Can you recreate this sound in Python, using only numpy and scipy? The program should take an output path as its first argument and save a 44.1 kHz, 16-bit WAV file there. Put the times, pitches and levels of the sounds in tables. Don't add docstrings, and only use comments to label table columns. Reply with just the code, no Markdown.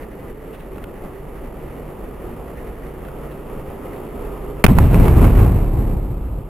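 import sys
import numpy as np
from scipy import signal
from scipy.fft import rfft, irfft
from scipy.io import wavfile
from scipy.ndimage import uniform_filter1d, map_coordinates

SR = 44100
rng = np.random.default_rng(int(sys.argv[2]) if len(sys.argv) > 2 else 0)


def store_pcm(level_fs):
    pcm = np.round(np.clip(level_fs, -1, 1) * 32767).astype(np.int16)
    wavfile.write(sys.argv[1], SR, np.atleast_2d(pcm).T)


N = 286190
TIME_S = np.arange(N) / SR

# (frequency [Hz], side minus mid [dB])
WIDTH = [(50, -27.5), (130, -18), (260, -13.5), (500, -8.5), (2000, -7), (4000, -7)]
# (frequency [Hz], relative density [dB])
TOWN_SPECTRUM = [(15, 6), (25, 14), (60, -1.5), (95, -4), (140, -4.5), (210, -4.5), (300, -2.5),
                 (390, -2.5), (510, -4), (590, -7.5), (860, -9), (1050, -13.5), (1250, -12), (1600, -25.5)]
# (time [s], relative level [dB])
DRONE_LEVELS = [(0.0, -42.5), (0.97, -42.5), (0.99, -50), (1.31, -40), (3.24, -37), (4.07, -50),
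                (4.1, -36.5), (4.6, -34.5)]
# (frequency [Hz], relative density [dB])
FUSE_SPECTRUM = [(600, -50), (1400, 0.5), (1950, 8), (2300, 0), (2550, -4), (2900, -4), (3200, -12.5),
                 (3600, -12.5), (4300, -13.5), (7000, -22)]
# (time [s], level [dB], decay [s], body re edge [dB])
SPITS = [(0.217, -64, 0.0025, -4), (0.531, -47, .016, -8), (0.545, -50, 0.013, 1), (0.594, -43, .003, -8),
         (0.601, -47.5, 0.022, -3), (0.756, -45, 0.0046, -4), (0.782, -44, .005, 2),
         (0.840, -33, 0.0026, 5), (1.355, -54, 0.017, 12), (3.050, -47, .012, 5), (3.085, -45, 0.0043, 9),
         (3.315, -49, 0.022, 3), (3.962, -46.5, 0.0097, -10), (4.067, -48, .004, -7),
         (4.255, -51, 0.018, -4)]
# (time [s], pressure gain [dB], push [s], crackle [dB], left minus right [dB])
PULSES = [(4.6404, -2, .00024, -3, 8), (4.643, 22, 0.0013, 2, 4.5), (4.6475, 11, 0.0017, -28, -11),
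          (4.6526, 5, 0.0035, -35, 4), (4.6646, -2, 0.00026, -16, -22), (4.779, 1.5, 0.0054, -35, -9),
          (4.786, -12, 0.00027, -8.5, -1), (4.9445, 6, 0.0029, -18.5, 0.5), (4.999, 6, 0.0037, -25, 7),
          (5.0815, -4, 0.0015, -17, 6), (5.217, -1, 0.0025, -34, 13)]
# (frequency [Hz], relative density [dB])
WAKE_SPECTRUM = [(100, -15), (700, 10.5), (1300, 17), (1700, -5), (2100, 8), (2500, 15.5), (3000, -4.5),
                 (5000, -10), (9000, -18)]
# (frequency [Hz], relative density [dB])
ROLL_SPECTRUM = [(12, -25), (22, 2), (45, 6), (129, -2), (190, -12.5), (377, -16), (600, -24),
                 (1080, -29.5), (1730, -39), (2670, -42.5), (3700, -52.5), (5000, -59), (7000, -61)]
# (crest [s], half width [s], boom gain [dB], body and rasp gain [dB])
SWELLS = [(4.683, .025, 4.5, 7.5), (4.946, 0.016, -1, 5.5), (5.065, 0.033, -0.5, 6), (5.18, 0.014, 2, 4.5),
          (5.238, 0.034, 1, 6.5), (5.42, 0.047, 2.5, 3), (5.875, 0.09, 2.5, 5), (6.351, .02, 4, 2.5)]
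# (time [s], length [s])
SNAPS = [(4.6444, .0003), (4.6449, .0002), (4.6650, .0005), (4.6658, .001), (4.7865, .0003)]
# (frequency [Hz], amplitude [samples])
CLOCK_JITTER = [(4000, 0.28), (8000, 0.4), (12000, 1.26)]

BLAST_S = PULSES[0][0]


def undb(db):
    return 10 ** (np.asarray(db) / 20)


def unit(x):
    return x / np.sqrt(np.mean(x ** 2))


def pan(db):
    return undb(np.array([[db], [-db]]) / 2)


def ramp(db, db_per_s):
    return undb(db + db_per_s * TIME_S)


def colour(x, points):
    hz, db = np.transpose(points)
    bins_hz = np.maximum(np.arange(N // 2 + 1) * SR / N, 1)
    return irfft(rfft(x) * undb(np.interp(np.log(bins_hz), np.log(hz), db)), N)


def band(x, low_hz, high_hz):
    return signal.sosfiltfilt(signal.butter(3, [low_hz, high_hz], "band", fs=SR, output="sos"), x)


def steady(x, window_s):
    return x / np.sqrt(uniform_filter1d(np.mean(x ** 2, axis=0), int(window_s * SR)) + 1e-12)


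def wander(rate_hz):
    knots = rng.standard_normal(400)
    return np.interp(TIME_S * rate_hz, np.arange(len(knots)), knots)


def grains(rate_hz, spread_db):
    clicks = (rng.random((2, N)) < rate_hz / SR) * rng.standard_normal((2, N))
    return unit(clicks * undb(spread_db * np.minimum(rng.exponential(size=(2, N)), 4)))


def diffuse(pair):
    side = colour(pair[1], WIDTH)
    return np.array([pair[0] + side, pair[0] - side])


def town(flicker_db=1.5):
    air = colour(diffuse(rng.standard_normal((2, N))), TOWN_SPECTRUM)
    air = air / np.std(band(air, 236, 529))
    nearness = ramp(-39, db_per_s=0.76)
    rumble = (band(air, 57.6, 195.6) + undb(-5) * band(air, 11, 61)) * nearness
    roar = band(air, 178.4, 654) * nearness
    rush = unit(band(air, 673, 3270)) * ramp(-46.5, db_per_s=1.26)
    return (rumble + (roar + rush) * pan(-0.76)) * undb(flicker_db * wander(20))


def drone(hz=48.06, drift_hz=1.985, roughness=0.75, waver_db=4.0):
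    phase = 2 * np.pi * np.cumsum(hz + drift_hz * wander(9)) / SR
    throb = unit(np.sin(phase)) + roughness * unit(band(rng.standard_normal(N), 22, 73))
    throb_db = 1.5 + np.interp(TIME_S, *np.transpose(DRONE_LEVELS))
    throb = steady(throb[None], window_s=0.25) * undb(throb_db)
    hum = unit(np.sin(3 * phase) * undb(waver_db * wander(10))) * ramp(-50.5, db_per_s=1.85)
    return (throb + hum) * pan(-2)


def whine(hz=390, width_hz=45, drift_hz=28, base_db=-46, swell_db=10.7, crest_s=4.33, half_width_s=0.43):
    phase = 2 * np.pi * np.cumsum(hz + drift_hz * wander(10)) / SR
    note = unit(wander(width_hz) * np.cos(phase) + wander(width_hz) * np.sin(phase))
    swell = np.exp(-((TIME_S - crest_s) / half_width_s) ** 2)
    return note * undb(base_db + swell_db * swell) * pan(-6)


def fuse(flicker_db=3.7, ring_db=4):
    fizz = unit(colour(diffuse(grains(rate_hz=6000, spread_db=0.5)), FUSE_SPECTRUM))
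    out = fizz * ramp(-53.5, db_per_s=-0.02) * undb(flicker_db * wander(30.25))
    noise = diffuse(rng.standard_normal((2, N)))
    edge = unit(band(noise, 1600, 4060) + undb(ring_db) * band(noise, 2530, 2800))
    body = unit(band(noise, 930, 1750))
    age_s = TIME_S[:SR // 8]
    for start_s, level_db, decay_s, body_db in SPITS:
        span = slice(int(start_s * SR), int(start_s * SR) + len(age_s))
        spark = edge[:, span] + undb(body_db) * body[:, span]
        out[:, span] += undb(level_db) * np.exp(-age_s / decay_s) * spark
    return out * pan(-2)


def casing(ring_hz=2100, decay_s=0.0012, level_db=2):
    age_s = np.maximum(TIME_S - BLAST_S, 0)
    return undb(level_db) * np.sin(2 * np.pi * ring_hz * age_s) * np.exp(-age_s / decay_s)


def blast(rounding_s=0.038, early_rise_s=0.00006, late_rise_s=0.00081,
          early_wake_s=0.0028, late_wake_s=0.0029):
    wake = unit(colour(diffuse(rng.standard_normal((2, N))), WAKE_SPECTRUM))
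    out = np.zeros((2, N))
    age_s = TIME_S[:SR // 8]
    for start_s, pressure_db, push_s, crackle_db, pan_db in PULSES:
        span = slice(int(start_s * SR), int(start_s * SR) + len(age_s))
        late = 1 - np.exp(-((start_s - BLAST_S) / rounding_s) ** 2)
        rise_s = early_rise_s + late * (late_rise_s - early_rise_s)
        wake_s = early_wake_s + late * (late_wake_s - early_wake_s)
        jump = 1 - np.exp(-(age_s / rise_s) ** 2)
        pulse = undb(pressure_db) * jump * (1 - age_s / push_s) * np.exp(-age_s / push_s)
        crackle = undb(crackle_db) * np.exp(-age_s / wake_s) * wake[:, span]
        out[:, span] += (pulse + crackle) * pan(pan_db)
    return out


def roll(start_s=4.679, hold_s=0.71, attack_s=0.003, build_s=0.0053, throb_hz=21.9,
         fall_db_per_s=17, rasp_fall_db_per_s=27):
    echoes = colour(diffuse(grains(rate_hz=6500, spread_db=1.2)), ROLL_SPECTRUM)
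    age_s = np.maximum(TIME_S - start_s, 0)
    fading_s = np.maximum(age_s - hold_s, 0)
    low_db = high_db = 1.5 * wander(throb_hz)
    for crest_s, half_width_s, boom_db, body_db in SWELLS:
        swell = np.exp(-((TIME_S - crest_s) / half_width_s) ** 2)
        low_db = low_db + boom_db * swell
        high_db = high_db + body_db * swell
    deep = band(echoes, 24, 63) * undb(4 * age_s - 2)
    treble = band(echoes, 2330, 7100) * undb(2 - 3 * age_s)
    boom = steady(deep + band(echoes, 70, 230), window_s=0.05)
    body = steady(band(echoes, 200, 950), window_s=0.06)
    rasp = steady(band(echoes, 900, 2600) + treble, window_s=0.03)
    boom *= undb(-10 - fall_db_per_s * fading_s + low_db)
    body *= undb(-23 - fall_db_per_s * fading_s + high_db)
    rasp *= undb(-35 - rasp_fall_db_per_s * fading_s + high_db)
    attack = np.minimum(age_s / attack_s, 1)
    build = 1 - np.exp(-age_s / build_s)
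    return boom * build + (body + rasp) * pan(-2) * attack


def thump(start_s=4.712, start_hz=240, glide_per_s=12, decay_s=0.014, level_db=-2, flicker_db=3.4):
    age_s = np.maximum(TIME_S - start_s, 0)
    pitch_hz = start_hz * np.exp(-glide_per_s * age_s) * (age_s > 0)
    phase = 2 * np.pi * np.cumsum(pitch_hz) / SR
    return undb(level_db + flicker_db * wander(40)) * np.sin(phase) * np.exp(-age_s / decay_s)


def scene(dip_start_s=4.61, dip_fall_s=0.03, dip_db=-11.5, recover_db_per_s=1):
    burning = TIME_S < BLAST_S
    dip_age_s = np.maximum(TIME_S - dip_start_s, 0)
    dip = undb(dip_db * np.minimum(dip_age_s / dip_fall_s, 1) + recover_db_per_s * dip_age_s)
    background = (town() + drone() + whine() + fuse() * burning) * dip
    return background + casing() + blast() + thump() + roll()


def record(dry, rail=0.88, treble_hz=4300, top_hz=15700):
    clipped = dry / (1 + (dry / rail) ** 10) ** (1 / 10)
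    for start_s, length_s in SNAPS:
        start = int(start_s * SR)
        clipped[1, start:start + int(length_s * SR)] = -rail * np.sign(clipped[1, start])
    dull = signal.sosfilt(signal.bessel(3, treble_hz, norm="mag", fs=SR, output="sos"), clipped)
    slip_samples = sum(size * np.cos(2 * np.pi * hz * TIME_S) for hz, size in CLOCK_JITTER)
    slip_samples += 0.18 * rng.standard_normal(N)
    instants = np.arange(N) + slip_samples
    sampled = np.array([map_coordinates(side, [instants], order=3, mode="nearest") for side in dull])
    return signal.sosfilt(signal.ellip(8, 0.2, 70, top_hz, fs=SR, output="sos"), sampled)


dry = scene()
out = record(dry)
store_pcm(out)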